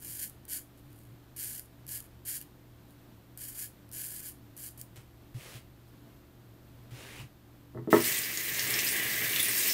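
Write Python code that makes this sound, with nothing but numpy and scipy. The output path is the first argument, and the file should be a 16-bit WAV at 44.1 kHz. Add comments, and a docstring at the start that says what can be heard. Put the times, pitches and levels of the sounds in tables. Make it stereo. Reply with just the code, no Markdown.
"""A wet razor rasps through lathered stubble in short strokes, close by in a small, humming bathroom.
Each cut whisker snaps against the blades and rings the razor head, and the lather crackles faintly.
The razor leaves the cheek with a smack, and two soft swishes follow, as of a hand wiping over skin.
Then a tap lever is pushed open with a knock, and an aerated jet hisses and splashes into the basin."""
import sys
import numpy as np
from scipy import signal
from scipy.fft import rfft, irfft
from scipy.io import wavfile

SR = 44100
rng = np.random.default_rng(int(sys.argv[2]) if len(sys.argv) > 2 else 0)


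def store_pcm(level_fs):
    """Save levels as 16-bit WAV."""
    pcm = np.round(np.clip(level_fs, -1, 1) * 32767).astype(np.int16)
    wavfile.write(sys.argv[1], SR, np.atleast_2d(pcm).T)


N = 429093
TIME = np.arange(N) / SR
GRID_HZ = np.maximum(np.arange(4097) * SR / 8192, 1)
ROOM_T60_S = 0.24


def from_db(db):
    """Decibels to gain."""
    return np.exp(np.asarray(db) * (np.log(10) / 20))


def rms_one(x):
    """Scale to rms 1."""
    return x / np.sqrt(np.mean(x ** 2) + 1e-20)


def in_time(rows):
    """Each column of a breakpoint envelope at every sample."""
    seconds, *columns = np.transpose(rows)
    return [np.interp(TIME, seconds, column) for column in columns]


def at_hz(points):
    """A breakpoint curve on the frequency grid."""
    hz, value = np.transpose(points)
    return np.interp(np.log(GRID_HZ), np.log(hz), value)


def bells(resonances):
    """The dB that bell-shaped peaks and dips add to a spectrum."""
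    return sum(db / (1 + (2 * (GRID_HZ - hz) / width) ** 2) for hz, width, db in resonances)


def response(db):
    """Minimum-phase impulse response of a dB spectrum."""
    cepstrum = irfft(np.log(from_db(db)))
    half = len(cepstrum) // 2
    cepstrum[1:half] *= 2
    cepstrum[half + 1:] = 0
    return irfft(np.exp(rfft(cepstrum)))[:half]


def through(x, impulse):
    """Convolve one or two channels."""
    return signal.oaconvolve(np.atleast_2d(x), np.atleast_2d(impulse), axes=1)[:, :N]


def cut(x, hz, kind, order=2):
    """Butterworth low- or high-pass."""
    return signal.sosfilt(signal.butter(order, min(hz, .45 * SR), kind, fs=SR, output="sos"), x + 1e-18)


def later(x, seconds):
    """Delay by whole samples."""
    return np.pad(x, (round(seconds * SR), 0))[:N]


def place(track, start_s, sound):
    """Mix a one-shot into a track."""
    track[int(start_s * SR):][:len(sound)] += sound


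def drift(rate):
    """Smooth random modulation, rms 1, that changes about `rate` times a second."""
    hop, settle = 40, 2000
    pole = np.exp(-2 * np.pi * rate * hop / SR)
    noise = rng.standard_normal(N // hop + settle + 2)
    slow = signal.lfilter([1], [1, -2 * pole, pole * pole], noise)[settle:]
    return np.interp(np.arange(N) / hop, np.arange(len(slow)), rms_one(slow))


def grains(per_s, spread_db):
    """Random clicks of uneven size, rms 1."""
    sizes = from_db(spread_db * np.minimum(rng.exponential(1, N), 4.5)) * rng.choice([-1, 1], N)
    return rms_one(sizes * (rng.random(N) < per_s / SR))


def gesture(start, length, onset_db=0, swell_s=1, fade_db_per_s=0):
    """Gain envelope of one movement: it swells from its onset, holds, then fades."""
    t = TIME[:int((length + .5) * SR)]
    attack_db = onset_db * np.clip(1 - t / swell_s, 0, 1)
    release_db = fade_db_per_s * np.maximum(t - length, 0)
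    return np.pad(from_db(attack_db - release_db), (int(start * SR), N))[:N]


# Stereo width across the spectrum. Each row: frequency in Hz, left-right correlation.
LIKENESS_CURVE = [(60, 0.86), (150, 0.94), (300, 1), (700, 0.069), (1400, 0.21), (3000, 0.84), (7000, 0.21),
                  (16000, 0.93)]

def spread(mid, side):
    """Two unrelated signals become a stereo pair whose width varies with frequency."""
    alike = at_hz(LIKENESS_CURVE)
    centre = through(mid, response(10 * np.log10(1 + alike)))
    edges = through(side, response(10 * np.log10(1 - alike)))
    return centre + edges * [[1], [-1]]


def tail(t60):
    """A stereo reverb tail of decaying noise, energy about 1 a side."""
    t = TIME[:SR // 2]
    noise = rng.standard_normal((2, len(t))) * from_db(-60 * t / t60) * (1 - np.exp(-t / .002))
    return rms_one(noise) / np.sqrt(len(t))


def bathroom(x, wet_db):
    """Direct sound plus the short ring of the room."""
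    return x + from_db(wet_db) * spread(*through(x, tail(ROOM_T60_S)))


# Pulls of the razor. Each row: start in seconds, length in seconds, level in dB, ramp over it in dB.
RAZOR_PULLS = [(0.0, 0.038, -47, 1), (0.047, 0.15, -41.5, -1), (0.191, 0.066, -36.5, -3.5),
               (0.481, 0.091, -36, -1), (1.363, 0.22, -36.5, -6), (1.877, 0.097, -37.5, -2.5),
               (2.251, 0.118, -34.5, -4), (3.375, 0.15, -40, -6.5), (3.544, 0.11, -40, -2),
               (3.923, 0.28, -38.5, -5.5), (4.224, 0.075, -39.5, -5), (4.566, 0.11, -42, -1),
               (4.775, 0.031, -47, 0)]

def stubble(head, uneven_db=1, judder_db=1, rub_db=-6, body_db=-13):
    """On each pull, whiskers snap in clumps over the rub of the head on the skin."""
    pulls = np.zeros(N)
    for start, length, db, ramp_db in RAZOR_PULLS:
        progress = np.clip((TIME - start) / length, 0, 1)
        envelope = gesture(start, length, onset_db=-9.5, swell_s=0.04, fade_db_per_s=423)
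        pulls += from_db(db + ramp_db * progress) * envelope
    pulls *= from_db(uneven_db * drift(rate=19))   # the stubble is uneven
    snaps = grains(per_s=2800, spread_db=2.6) * from_db(judder_db * drift(rate=160))
    scrape = through(snaps + from_db(rub_db) * rng.standard_normal(N), head)
    sizzle = rms_one(cut(scrape, 6200, "high", order=4))
    body = rms_one(cut(scrape, 6650, "low", order=4))
    return pulls * (sizzle + from_db(body_db) * body)


# Tone of the scrape. Each row: frequency in Hz, level in dB.
SCRAPE_EQ = [(590, -54), (1000, -49), (1370, -19), (1670, -8.5), (2620, -11), (3050, -11.5), (3670, -17.5),
             (4620, -9.5), (5760, -13.5), (9060, -6.5), (10400, -4), (11400, -0.5), (16000, -8)]
# Resonances of the razor head, and one dip. Each row: centre in Hz, width in Hz, gain in dB.
HEAD_RESONANCES = [(1520, 54, 12.5), (1690, 70, 8.5), (2250, 200, 3), (2910, 94, 7.5), (3170, 110, 6.5),
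                   (4300, 510, 1), (7120, 660, 4.5), (8020, 220, -4), (9120, 500, 6), (11200, 700, 2)]

def razor(cheek_db=-1.5, direct_db=-5.5, pan_db=1, lag_s=0.000224, wet_db=-12.5):
    """Stubble, lather and blade ticks all ring the same razor head, close on the left."""
    head = response(at_hz(SCRAPE_EQ) + bells(HEAD_RESONANCES))
    sound = stubble(head) + lather(head) + blade_ticks(head)
    # the right side is shadowed and hears the razor later, partly by way of the cheek and hand
    off_cheek = through(sound, tail(t60=0.01)[1])[0]
    shadowed = from_db(cheek_db) * off_cheek + from_db(direct_db) * sound[0]
    near = np.array([sound[0] * from_db(pan_db), later(shadowed, lag_s) * from_db(-pan_db)])
    return near + from_db(wet_db) * through(sound, tail(ROOM_T60_S))


# The blades touch down, catch or lift off. Each row: start in seconds, level in dB.
BLADE_TOUCHES = [(0.0475, -18), (0.216, -20), (0.297, -24), (0.4524, -26), (0.498, -16), (0.93, -36),
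                 (1.3698, -22), (1.5948, -15), (1.6581, -35), (1.8667, -24), (1.891, -16), (2.0036, -18.5),
                 (2.261, -26), (2.4136, -17), (3.3752, -20), (3.891, -34), (3.9152, -20.5), (3.9335, -20),
                 (3.994, -19), (4.577, -22), (4.7767, -31), (4.8141, -14.5), (4.9596, -33)]

def blade_ticks(head, trim_db=1, decay_s=0.0012):
    """The blades land one after another, so each touch is a tiny cluster of clicks."""
    ticks = np.zeros(N)
    for start, db in BLADE_TOUCHES:
        burst = rng.standard_normal(400) * np.exp(-TIME[:400] / decay_s)
        place(ticks, start, from_db(db + trim_db) * burst / np.linalg.norm(burst))
    return cut(through(ticks, head / np.linalg.norm(head)), 4500, "high", order=1)


# Tone of the room's air. Each row: frequency in Hz, level in dB.
AIR_EQ = [(15, -32), (25, -10), (59, -11.5), (92, -31), (123, -18), (145, -11), (249, -11.5), (285, -13.5),
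          (384, -17.5), (427, -18.5), (1740, -26.5), (7510, -39), (10400, -39), (14800, -30.5),
          (16000, -62)]
# Partials of the hum. Each row: pitch in Hz, waver rate in Hz, level in dB.
HUM_PARTIALS = [(119.1, 5.2, -57.5), (71.4, 9.3, -64), (290.4, 3, -66), (336.4, 2.8, -72),
                (358.5, 2.1, -72), (660, 2.8, -77.5)]

def room_tone(air_db=-58, air_waver_db=0.5, hum_waver_db=2.5, wander_rad=1.24, lag_s=0.00024):
    """A bed of soft rumble and hiss, with a wavering hum like that of a distant fan."""
    air = rms_one(through(spread(*rng.standard_normal((2, N))), response(at_hz(AIR_EQ))))
    hum = np.zeros(N)
    for hz, rate, db in HUM_PARTIALS:
        waver = from_db(hum_waver_db * drift(rate))
        phase = 2 * np.pi * hz * TIME + wander_rad * drift(rate)
        hum += from_db(db) * rms_one(waver * np.sin(phase))
    left, right = air * from_db(air_db - air_waver_db * drift(rate=4.2)) + hum
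    return np.array([left, later(right, lag_s)])


# Swells of crackle. Each row: middle in seconds, half length in seconds, level in dB.
LATHER_SWELLS = [(0.783, 0.015, -66), (0.98, 0.076, -64), (1.65, 0.014, -63), (2.044, 0.016, -54.5),
                 (2.42, 0.011, -51), (2.91, 0.02, -65.5), (5.88, 0.017, -72)]

def lather(head):
    """Foam crackles as the razor peels away, and faintly between strokes."""
    swells = sum(from_db(db) * np.exp(-.5 * ((TIME - middle) / half) ** 2)
                 for middle, half, db in LATHER_SWELLS)
    return swells * rms_one(through(grains(per_s=500, spread_db=2.5), head))


# Tone of skin, for the smack and the wipes. Each row: frequency in Hz, level in dB.
SKIN_EQ = [(200, -11), (400, -1), (850, -6.5), (1400, -7.5), (2500, -4), (4000, -9.5), (5700, -11.5),
           (10700, -12), (16000, -18)]
# Low bumps: first of the hand and arm, then of the tap lever as it is pushed. 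Each row: start in seconds, level
# in dB.
LOW_BUMPS = [(4.976, -41), (5.348, -32.5), (5.549, -41), (6.92, -38), (7.198, -37), (7.235, -42),
             (7.755, -36), (7.788, -36), (7.82, -40)]

def handling(smack_s=4.959, smack_db=-49, bump_hz=122, attack_s=0.0011, decay_s=0.017):
    """One short smack as the razor leaves the cheek, then soft low bumps of the hand and arm, and of the tap
    lever as it starts to move."""
    smack = rms_one(through(grains(per_s=4400, spread_db=6), response(at_hz(SKIN_EQ))))
    smack *= from_db(smack_db) * gesture(smack_s, length=0, fade_db_per_s=380)
    bumps, t = np.zeros(N), TIME[:SR // 4]
    bump = np.sin(2 * np.pi * bump_hz * t) * np.exp(-t / decay_s) * (1 - np.exp(-t / attack_s))
    for start, db in LOW_BUMPS:
        place(bumps, start, from_db(db) * bump)
    return bathroom(smack + bumps, wet_db=-6)


# Wipes of the hand. Each row: start in seconds, length in seconds, level in dB, treble shelf in dB.
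HAND_WIPES = [(5.342, 0.23, -50, 0), (6.907, 0.31, -48, -5)]

def wipes(catches_per_s=9000, shelf_hz=5000):
    """Skin slides over skin: countless tiny catches merge into a swish."""
    catches = spread(grains(catches_per_s, spread_db=2), grains(catches_per_s, spread_db=2))
    rub = rms_one(through(catches, response(at_hz(SKIN_EQ))))
    dull = cut(rub, shelf_hz, "low", order=1)
    swishes = np.zeros((2, N))
    for start, length, db, treble_db in HAND_WIPES:
        envelope = gesture(start, length, onset_db=-8.5, swell_s=0.085, fade_db_per_s=300)
        swishes += from_db(db) * envelope * (dull + from_db(treble_db) * (rub - dull))
    return swishes


# Rising rub in the second wipe. Each row: time in seconds, centre in Hz, level in dB.
RUB_GLIDE = [(6.98, 1700, -80), (7.06, 1740, -60), (7.13, 1950, -58), (7.17, 2550, -60), (7.2, 2700, -52.5),
             (7.26, 2700, -85)]

def rub_tone(half_width_hz=260):
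    """A broad resonance of the rubbed skin: a band of noise that glides upward."""
    hz, db = in_time(RUB_GLIDE)
    phase = 2 * np.pi * np.cumsum(hz) / SR
    noise = rms_one(cut(rng.standard_normal((2, N)), half_width_hz, "low"))
    band = noise[0] * np.sin(phase) + noise[1] * np.cos(phase)
    gate = (TIME > RUB_GLIDE[0][0]) & (TIME < RUB_GLIDE[-1][0])
    return bathroom(band * from_db(db) * gate, wet_db=-9)


# The lever moves and hits its stop. Each row: start in seconds, level in dB, low-pass cutoff in Hz.
LEVER_KNOCKS = [(7.748, -30, 600), (7.756, -27, 396), (7.774, -32, 1530), (7.786, -37.5, 1500),
                (7.8743, -14.5, 350), (7.929, -3, 2180)]
# Tone of the thud. Each row: frequency in Hz, level in dB.
THUD_EQ = [(47, -63), (80, -21.5), (379, 2.5), (469, -6.5), (534, -14), (640, -10), (804, -12),
           (1270, -8.5), (1630, -21.5), (1790, -15), (2040, -12), (2220, -42), (4000, -53), (5200, -77),
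           (8800, -120)]
# Modes of the tap and basin. Each row: pitch in Hz, level in dB, seconds to fall by 60 dB.
BASIN_MODES = [(116.8, -17, 0.45), (168, -15.5, 0.29), (240, -6.5, 0.31), (261, -14, 0.24), (335.2, 3, 0.2),
               (422, 5, 0.19), (490, -19, 0.29), (597, -6.5, 0.2), (636, -6.5, 0.19), (949, -8.5, 0.19),
               (1103, -17, 0.18), (1205, -15, 0.21), (1277, -6, 0.12), (1790, -12, 0.13),
               (2030, -11, 0.064)]

def lever(thud_db=-0.5, ring_db=-14):
    """Each knock of the lever is a dull thud that sets the tap and basin ringing."""
    blows, t = np.zeros(N), TIME[:SR // 2]
    for start, db, cutoff_hz in LEVER_KNOCKS:
        place(blows, start, from_db(db) * cut(signal.unit_impulse(2048), cutoff_hz, "low"))
    modes = sum((-1) ** k * from_db(db - 60 * t / t60) * np.sin(2 * np.pi * hz * t)
                for k, (hz, db, t60) in enumerate(BASIN_MODES))
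    thud = response(at_hz(THUD_EQ))
    thuds = from_db(thud_db) * through(blows, thud / np.abs(thud).max())
    ring = from_db(ring_db) * through(blows, modes)
    return -(bathroom(thuds, wet_db=-4) + ring)


# Fader moves of the running water. Each row: time in seconds, jet level in dB, basin level in dB.
WATER_FADERS = [(8.03, -33, -38.5), (8.048, -26.5, -38), (8.114, -29.5, -36), (8.27, -31.5, -41),
                (8.276, -34.5, -41), (8.748, -30, -35.5), (9.17, -31, -35), (9.648, -25.5, -35.5),
                (9.73, -27, -38.5)]
# Tone of the jet's hiss. Each row: frequency in Hz, level in dB.
JET_EQ = [(1470, -27), (2500, 0.5), (3440, -9), (3920, -1), (5350, -1), (7470, -3), (8800, -0.5),
          (9810, -5.5), (12500, -0.5), (14000, 4.5), (16000, 4)]
# Tone of the splash in the basin. Each row: frequency in Hz, level in dB.
SPLASH_EQ = [(59, -41), (100, -15.5), (120, -6.5), (145, -13), (387, -12), (417, -8), (499, -19),
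             (596, -12.5), (877, -20.5), (1110, -14), (1460, -16), (1610, -5.5), (1990, -2.5), (2410, -8),
             (3500, -10), (4550, -31), (7700, -120)]
# Resonances of the water-filled basin, and one dip. Each row: centre in Hz, width in Hz, gain in dB.
BOWL_RESONANCES = [(342, 26, 6.5), (438, 24, 2), (1440, 150, -1), (1650, 60, 1), (1782, 19, 4),
                   (1990, 170, 4), (2295, 12, 12.5)]

def water(opens_s=7.903, jet_trim_db=1.82, basin_trim_db=1, flutter_db=1, slosh_db=1.2, lag_s=0.00009):
    """Tiny bubbles burst in the jet, droplets spatter, and the jet drums on the basin."""
    jet_db, basin_db = in_time(WATER_FADERS)
    fizz = spread(grains(per_s=9000, spread_db=2), grains(per_s=9000, spread_db=2))
    jet = rms_one(through(fizz, response(at_hz(JET_EQ)))) + spatter()
    jet *= from_db(jet_db + jet_trim_db + flutter_db * drift(rate=36))
    patter = spread(grains(per_s=5000, spread_db=2), grains(per_s=5000, spread_db=2.5))
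    basin = rms_one(through(patter, response(at_hz(SPLASH_EQ) + bells(BOWL_RESONANCES))))
    basin *= from_db(basin_db + basin_trim_db + slosh_db * drift(rate=11.4))
    running = gesture(opens_s, TIME[-1], onset_db=-7.5, swell_s=0.037)   # starts weak and fills out
    left, right = running * (jet + basin)
    return np.array([left, later(right, lag_s)])


def spatter(level_db=-14, t60_cycles=20):
    """Small droplets land at random around the jet, each ringing briefly at one of many pitches."""
    pitches_hz = np.geomspace(2600, 12500, num=14)
    landings = grains(per_s=90, spread_db=3)
    pitch_index = rng.integers(0, len(pitches_hz), N)
    pings = np.zeros(N)
    for k, hz in enumerate(pitches_hz):
        pole = from_db(-60 * hz / (t60_cycles * SR))
        angle = 2 * np.pi * hz / SR
        resonator = [np.sin(angle), 0, -np.sin(angle)], [1, -2 * pole * np.cos(angle), pole * pole]
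        pings += signal.lfilter(*resonator, landings * (pitch_index == k) + 1e-18)
    return from_db(level_db) * bathroom(rms_one(pings), wet_db=-0.5)


# Single drops. Each row: start in seconds, level in dB, starting pitch in Hz, decay in seconds,
# spray as a gain.
SINGLE_DROPS = [(8.042, -23, 4660, 0.0041, 0.54), (8.1234, -21, 7700, .004, .4),
                (8.234, -23, 4770, 0.0065, .4), (8.3735, -18.5, 6740, 0.0035, 0.51),
                (8.5942, -18.5, 5200, .004, 0.63), (8.704, -18.5, 11000, 0.0043, .5),
                (8.7391, -19, 5130, 0.0061, 0.52), (8.7905, -18.5, 5900, .004, 0.55),
                (8.845, -19, 12300, .004, .6), (8.868, -19.5, 4850, 0.011, 0.16),
                (8.888, -19.5, 8300, 0.0042, 0.58), (9.361, -16.5, 3400, 0.0038, 0.65),
                (9.396, -14, 3370, .008, 0.13)]

def drops(trim_db=-4, rise_per_s=4):
    """A drop spits and traps a bubble whose pitch rises as it dies."""
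    plinks, t = np.zeros(N), TIME[:SR // 20]
    for start, db, hz, decay_s, spray in SINGLE_DROPS:
        bubble = np.sin(2 * np.pi * hz * t * (1 + rise_per_s * t))
        spit = cut(cut(rng.standard_normal(len(t)), 0.84 * hz, "high"), 0.94 * hz, "low")
        envelope = from_db(db + trim_db) * np.exp(-t / decay_s)
        place(plinks, start, envelope * (.5 * bubble + spray * rms_one(spit)))
    return bathroom(plinks, wet_db=-4)


def scene():
    """Shaving, wiping, then the tap, all over the room tone."""
    return razor() + room_tone() + handling() + wipes() + rub_tone() + lever() + water() + drops()


# The image leans left. Each row: frequency in Hz, left minus right in dB.
LEFT_BIAS = [(60, 8.5), (200, 7), (400, 10.5), (800, 8.5), (1300, 10), (2400, 11), (4500, 11), (16000, 13)]

def record(dry, cutoff_hz=15700):
    """The left microphone is the more sensitive; peaks clip at full scale and the top is cut."""
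    bias_db = at_hz(LEFT_BIAS)
    left_db = 20 * np.log10(2 / (1 + from_db(-bias_db)))
    left = through(dry[0], response(left_db))
    right = through(dry[1], response(left_db - bias_db))
    low_pass = signal.ellip(12, .1, 70, cutoff_hz, fs=SR, output="sos")
    return signal.sosfilt(low_pass, np.clip(np.vstack([left, right]), -1, 1))


dry = scene()
out = record(dry)
store_pcm(out)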